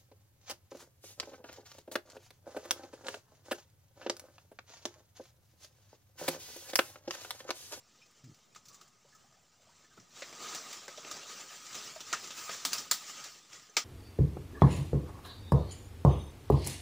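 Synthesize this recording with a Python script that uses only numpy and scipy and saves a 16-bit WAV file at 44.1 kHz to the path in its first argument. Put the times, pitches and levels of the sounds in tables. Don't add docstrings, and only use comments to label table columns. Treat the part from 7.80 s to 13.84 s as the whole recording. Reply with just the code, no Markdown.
import sys
import numpy as np
from scipy import signal
from scipy.fft import rfft, irfft, next_fast_len
from scipy.io import wavfile
from scipy.ndimage import uniform_filter1d, map_coordinates

SR = 44100
rng = np.random.default_rng(int(sys.argv[2]) if len(sys.argv) > 2 else 0)


def store_wav(level_fs):
    pcm = np.round(np.clip(np.atleast_2d(level_fs), -1, 1) * 32767)
    wavfile.write(sys.argv[1], SR, pcm.T.astype(np.int16))


N = 266408


def amp(db):
    return 10 ** (np.asarray(db) / 20)


def unit(x):
    return x / np.sqrt(np.mean(x ** 2) + 1e-20)


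def along(points, hz):
    f, v = np.transpose(points)
    return np.interp(np.log(hz + 1), np.log(f + 1), v)


def curves(rows):
    s, *cols = np.transpose(rows)
    return [np.interp(np.arange(N) / SR, s, c) for c in cols]


def wobble(rate):
    knots = rng.standard_normal(int(N * rate / SR) + 4)
    return map_coordinates(knots, [np.arange(N) * rate / SR])


def filtered(x, response):
    m = next_fast_len(x.shape[-1] + 8192)
    spectrum = rfft(x, m) * response(np.fft.rfftfreq(m, 1 / SR))
    return irfft(spectrum, m)[..., :x.shape[-1]]


def resonance(f, centre, width):
    return 1j * f * width / (centre * centre - f * f + 1j * f * width + 1e-9)


def tone_db(hz):
    # f/Hz, level/dB
    broad = [(40, -56), (150, -10.5), (370, -5), (1000, -5.5), (1700, -4.5), (4000, -4), (6000, -1.5),
             (7400, -4.5), (8700, -15), (12700, -26), (14200, -26.5), (15000, -9.5), (15550, -15.5),
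             (15680, -37), (16700, -55.5)]
    # centre f/Hz, width/Hz, level/dB
    cavity = [(1246, 112, 10.5), (6640, 160, -14.5), (6930, 1600, 5)]
    return along(broad, hz) + sum(db / (1 + (2 * (hz - c) / w) ** 2) for c, w, db in cavity)


def coloured(x):
    size = 8192
    response = amp(tone_db(np.fft.rfftfreq(size, 1 / SR)))
    cepstrum = irfft(np.log(response + 1e-4))
    cepstrum[1:size // 2] *= 2
    cepstrum[size // 2 + 1:] = 0
    impulse = irfft(np.exp(rfft(cepstrum)))
    return signal.fftconvolve(x, impulse)[:N]


def thirds(x):
    bands_hz = (200, 900), (1500, 8000), (9000, 14000)
    low = lambda hz: 1 / (1 + (hz / 1000) ** 4)
    high = lambda hz: 1 / (1 + (8300 / (hz + 1)) ** 12)
    middle = lambda hz: 1 - low(hz) - high(hz)
    powers = [np.sum(amp(2 * tone_db(np.arange(*band)))) * 2 / SR for band in bands_hz]
    return [filtered(x, share) / np.sqrt(power) for share, power in zip((low, middle, high), powers)]


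def treads():
    # level/dB of stems, leaves, crisp edge, low murmur
    still_db = [-76.5, -69.5, -87.5, -77]
    # start t/s, hold/s, crush level/dB, thick stems/dB re crush,
    # dry crisp edge/dB re crush, ground thud level/dB
    pushes = [(0.1, 0.36, -72, -13, -24, -84), (0.852, 0.17, -71, -6, -27, -81),
              (1.425, 0.05, -71, -7, -19, -81), (1.897, 0.29, -69, -14, -25, -78),
              (2.365, 0.048, -53, -10.5, -20, -72), (2.494, 0.064, -54, -6, -20, -82),
              (2.63, 0.13, -44.5, -9.5, -21, -72), (2.867, 0.12, -50, -9.5, -19.5, -77),
              (3.11, 0.11, -53.5, -10.5, -22.5, -77), (3.274, 0.13, -48.5, -9, -22.5, -71.5),
              (3.502, 0.11, -49, -12.5, -20, -73), (3.703, 0.071, -50.5, -14.5, -19, -85),
              (3.818, .05, -57, -13, -17, -79), (3.923, 0.18, -48, -14, -19, -71),
              (4.153, .05, -55.5, -13, -19, -74), (4.273, 0.19, -48, -13, -20, -70.5),
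              (4.575, 0.086, -47, -15, -15, -72), (4.72, 0.031, -43, -15, -19.5, -71),
              (4.86, .04, -57, -4, -24, -70), (4.927, 0.024, -43, -10.5, -19, -63.5),
              (5.173, 0.11, -50, -15.5, -17.5, -94), (5.302, 0.15, -48.5, -14.5, -20.5, -80),
              (5.55, 0.026, -60, -9.5, -19, -76), (5.726, 0.048, -53.5, -14.5, -22.5, -76),
              (5.954, 0.037, -68, -6.5, -12, -86)]
    rise_db_per_s, fall_db_per_s = 216, 86
    t = np.arange(N) / SR
    power = amp(still_db)[:, None] ** 2
    for s, hold, db, stems_db, crisp_db, thud_db in pushes:
        before, after = np.maximum(s - t, 0), np.maximum(t - s - hold, 0)
        shape_db = -rise_db_per_s * before - fall_db_per_s * after
        levels = amp([db + stems_db, db, db + crisp_db, thud_db])
        power = power + np.outer(levels, amp(shape_db)) ** 2
    return np.sqrt(power)


def side_hiss():
    # f/Hz, relative density/dB per Hz
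    spectrum = [(18, -41.5), (30, -20), (137, 0), (1030, -6), (1230, -1), (1830, -16), (5770, -21.5),
                (7120, -41), (15600, -17.5)]
    hiss = unit(filtered(rng.standard_normal(N), lambda hz: amp(along(spectrum, hz))))
    return amp(-83.5 + 6.3 * wobble(12)) * hiss


def air():
    # f/Hz, relative density/dB per Hz
    spectrum = [(15, -37), (40, -22.5), (70, -8), (140, -2.5), (250, -8.5), (500, -47)]
    murmur = unit(filtered(rng.standard_normal(N), lambda hz: amp(along(spectrum, hz))))
    thud_gain = treads()[-1]
    return thud_gain * amp(0.64 * wobble(9.2)) * murmur


def rub():
    # t/s, gain/dB
    stroke = [(.428, -99), (.441, -50.5), (.471, -50), (.5, -50.5), (.51, -66), (.521, -51), (.545, -74),
              (.58, -83.5)]
    # f/Hz, width/Hz, level/dB
    body = [(136, 20, 6.5), (249, 26, -0.5)]
    level_db, = curves([(.4, -120)] + list(stroke) + [(.62, -120)])
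    slips_per_s = 135 * (1 + .13 * wobble(60))
    pulses = np.diff(np.floor(np.cumsum(slips_per_s) / SR), prepend=0)
    slips = pulses * amp(3 * wobble(90))
    ring = lambda f: sum(amp(db) * resonance(f, c, w) for c, w, db in body)
    steep = lambda f: ring(f) * (f > 60) / (1 + (f / 400) ** 8)
    return amp(level_db) * unit(filtered(slips, steep))


def knocks():
    # t/s, level before onset and filter/dB, f/Hz, t60/s
    sticks = [(.216, -54.5, 2523, 0.13), (.221, -58.5, 5260, 0.15), (0.512, -49, 234, 0.044),
              (0.76, -39, 1266, 0.034), (.9, -62.5, 1150, 0.66), (1.013, -47, 1266, 0.035),
              (1.247, -55.5, 563, .1), (1.324, -57.5, 1750, .13), (1.349, -53, 1250, 0.097),
              (1.44, -60.5, 800, .13), (1.87, -55, 610, 0.063), (1.89, -56.5, 955, 0.09),
              (2.045, -56, 1755, .075), (2.109, -62.5, 1546, 0.21), (2.174, -51.5, 341, 0.098),
              (2.177, -46, 1310, 0.048), (2.181, -52, 131.8, 0.2), (2.421, -32.5, 542, 0.04),
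              (3.082, -35, 583, 0.041), (3.179, -35, 671, 0.043), (3.43, -43.5, 520, 0.04),
              (4.161, -36.5, 631, 0.065), (4.326, -29, 698, 0.037), (4.332, -22.5, 1430, 0.038),
              (4.694, -47, 674, .044), (4.855, -46, 270, 0.18), (5.113, -29, 980, 0.038),
              (5.894, -56, 415, 0.087), (5.896, -46, 6140, .051), (5.968, -30, 434, 0.048),
              (5.968, -23, 948, 0.03), (5.968, -14.5, 2304, 0.021)]
    scuff_hz = 67
    out, t = np.zeros(N + SR), np.arange(SR // 4) / SR
    for s, db, hz, t60 in sticks:
        drift = np.cumsum(np.sqrt(2 * np.pi * scuff_hz / SR) * rng.standard_normal(len(t)))
        envelope = amp(db - 60 * t / t60) * (1 - np.exp(-t / 0.0021))
        ring = envelope * np.sin(2 * np.pi * hz * t + drift)
        knock = filtered(ring, lambda f: 1 / (1 + (0.58 * hz / (f + 1)) ** 6))
        out[round(s * SR):][:len(t)] += knock
    return out[:N]


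def snaps():
    # t/s, peak level after the tone colour/dB, low part gain/dB, bright part gain/dB,
    # t60 of the cracks/s, pitch f/Hz, share of that pitch (0-1)
    twigs = [(0.3094, -56, -13, -6.5, 0.05, 7390, .27), (0.441, -48, -25, -18, 0.087, 7430, .43),
             (0.5441, -51, -23, -12, 0.047, 5990, 0.2), (0.748, -45.5, -18.5, -13, 0.076, 2370, 0.1),
             (0.7605, -40, -12, -31, 0.029, 7200, .05), (0.853, -47, -32, -11, 0.17, 6000, .6),
             (0.8835, -43, -30, -9, 0.074, 6100, .82), (0.9283, -49.5, -10, -7, 0.058, 7100, .5),
             (0.9428, -43.5, -25, -12, 0.061, 7560, 0.23), (1.012, -44, -8, -13, 0.028, 5170, 0),
             (1.0773, -54, -24, -9, 0.05, 5860, .2), (1.3493, -53.5, -17, -9, 0.064, 7240, .8),
             (2.174, -50, -4, -39, 0.025, 1520, .71), (2.1984, -49, -22, -26, 0.075, 6250, .05),
             (2.4208, -32, -17, -45, 0.046, 1860, .53), (2.5253, -37, -5, -34.5, 0.06, 2220, 0.56),
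             (2.7473, -27.5, -4.5, -7, 0.044, 7120, 0.02), (2.928, -32, -25, -15, 0.021, 7540, 0.14),
             (3.08, -31, -5, -19.5, 0.024, 1770, .33), (3.174, -36.5, -12, -26.5, 0.096, 3380, 0.17),
             (3.246, -36.5, 0.5, -29, 0.039, 2480, .7), (3.312, -28.5, -9, -15, 0.063, 5600, .05),
             (3.5096, -45, -8, -13, 0.078, 6380, .4), (3.864, -39.5, -30, -27, 0.05, 6930, 0.8),
             (3.9449, -30.5, -7, -17, 0.24, 5960, 0.13), (4.2045, -30.5, -10, -17, 0.084, 3720, 0.4),
             (4.3278, -16.5, -16, -25.5, 0.061, 1540, 0.18), (4.4401, -34.5, -32, -23, 0.081, 4700, .35),
             (4.5045, -31.5, -11.5, -22, 0.16, 3360, .61), (4.5773, -32, -11, -12, 0.39, 6200, 0.28),
             (4.692, -29, -6, -42, 0.049, 1490, .65), (4.727, -33.5, -16, -13, 0.25, 4930, .1),
             (4.8503, -15, -15, -8, 0.031, 4760, 0.2), (4.9307, -17, -44.5, -7.5, 0.028, 4800, 0.36),
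             (4.9801, -27, -28, -12, 0.22, 6000, .1), (5.112, -11, -18, -8, 0.027, 4770, 0.23),
             (5.4395, -33.5, -20, -13.5, 0.14, 6600, .13), (5.729, -39, -9, -21, 0.084, 5630, 0.3),
             (5.967, -13.5, -14.5, -19, 0.052, 2450, 0.11)]
    out, t = np.zeros(N + SR), np.arange(SR // 4) / SR
    for s, db, low_db, bright_db, t60, hz, focus in twigs:
        cracks = amp(3.14 * np.repeat(rng.standard_normal(len(t)), 40)[:len(t)])
        tail = amp(-4.0 - 60 * t / 0.18)
        shape = (cracks * amp(-60 * t / t60) + tail) * (1 - np.exp(-t / 0.00046))
        low, mid, bright = thirds(shape * rng.standard_normal(len(t)))
        modes_hz = 900 * 8 ** rng.random(size=6)
        pitch = lambda f: 1 - focus + 3 * focus * resonance(f, hz, hz / 2.8)
        ends = lambda f: 1 + 0.64 * sum(resonance(f, c, c / 6.6) for c in modes_hz)
        wood = filtered(mid, lambda f: pitch(f) * ends(f))
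        snap = amp(low_db) * low + wood + amp(bright_db) * bright
        out[round(s * SR):][:len(t)] += amp(db) * snap / np.abs(coloured(snap)).max()
    return out[:N]


def crackle(per_second, spread_db, life):
    hits = (rng.random(N) < per_second / SR) * amp(spread_db * rng.standard_normal(N))
    decay = np.exp(-1 / (max(life, 1e-4) * SR))
    puffs = signal.lfilter([1], [1, -decay], hits)
    return unit(puffs * rng.standard_normal(N))


def flecks(centre_hz, octaves, cycles, spread_db, count):
    draw, t = rng.standard_normal((count, 2)), np.arange(1000) / SR
    hz = np.clip(centre_hz * 2 ** (octaves * draw[:, :1]), 150, 14000)
    age = t * np.sqrt(hz * centre_hz) / cycles
    size = amp(spread_db * draw[:, 1:]) * hz ** 0.77
    rings = size * age * np.exp(-age) * np.sin(2 * np.pi * hz * t)
    at = rng.integers(0, N, (count, 1)) + np.arange(len(t))
    return unit(np.bincount(at.ravel(), rings.ravel())[:N])


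def leaves():
    z = signal.stft(rng.standard_normal(N), nperseg=512)[2]
    field = uniform_filter1d(rng.standard_normal(z.shape), size=3, axis=0)
    field = uniform_filter1d(field, size=6, axis=1)
    hiss = unit(signal.istft(z * amp(2.88 * unit(field)), nperseg=512)[1][:N])
    fractures = crackle(300, spread_db=7.5, life=0.0052)
    single_leaves = flecks(3495, octaves=.9, cycles=25.0, spread_db=0, count=2500)
    crush = unit(hiss + 0.3 * fractures + 0.16 * single_leaves)
    crush = crush * amp(0.82 * wobble(30) + 0.16 * wobble(10))
    return sum(gain * part for gain, part in zip(treads(), thirds(crush)))


def scene():
    shared = coloured(leaves() + snaps()) + knocks() + rub() + air()
    apart = side_hiss()
    return np.array([shared + apart, shared - apart])


def record(dry):
    top_hz, offset = 16800, -.000126
    return filtered(dry, lambda hz: hz < top_hz) + offset


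dry = scene()
out = record(dry)
store_wav(out)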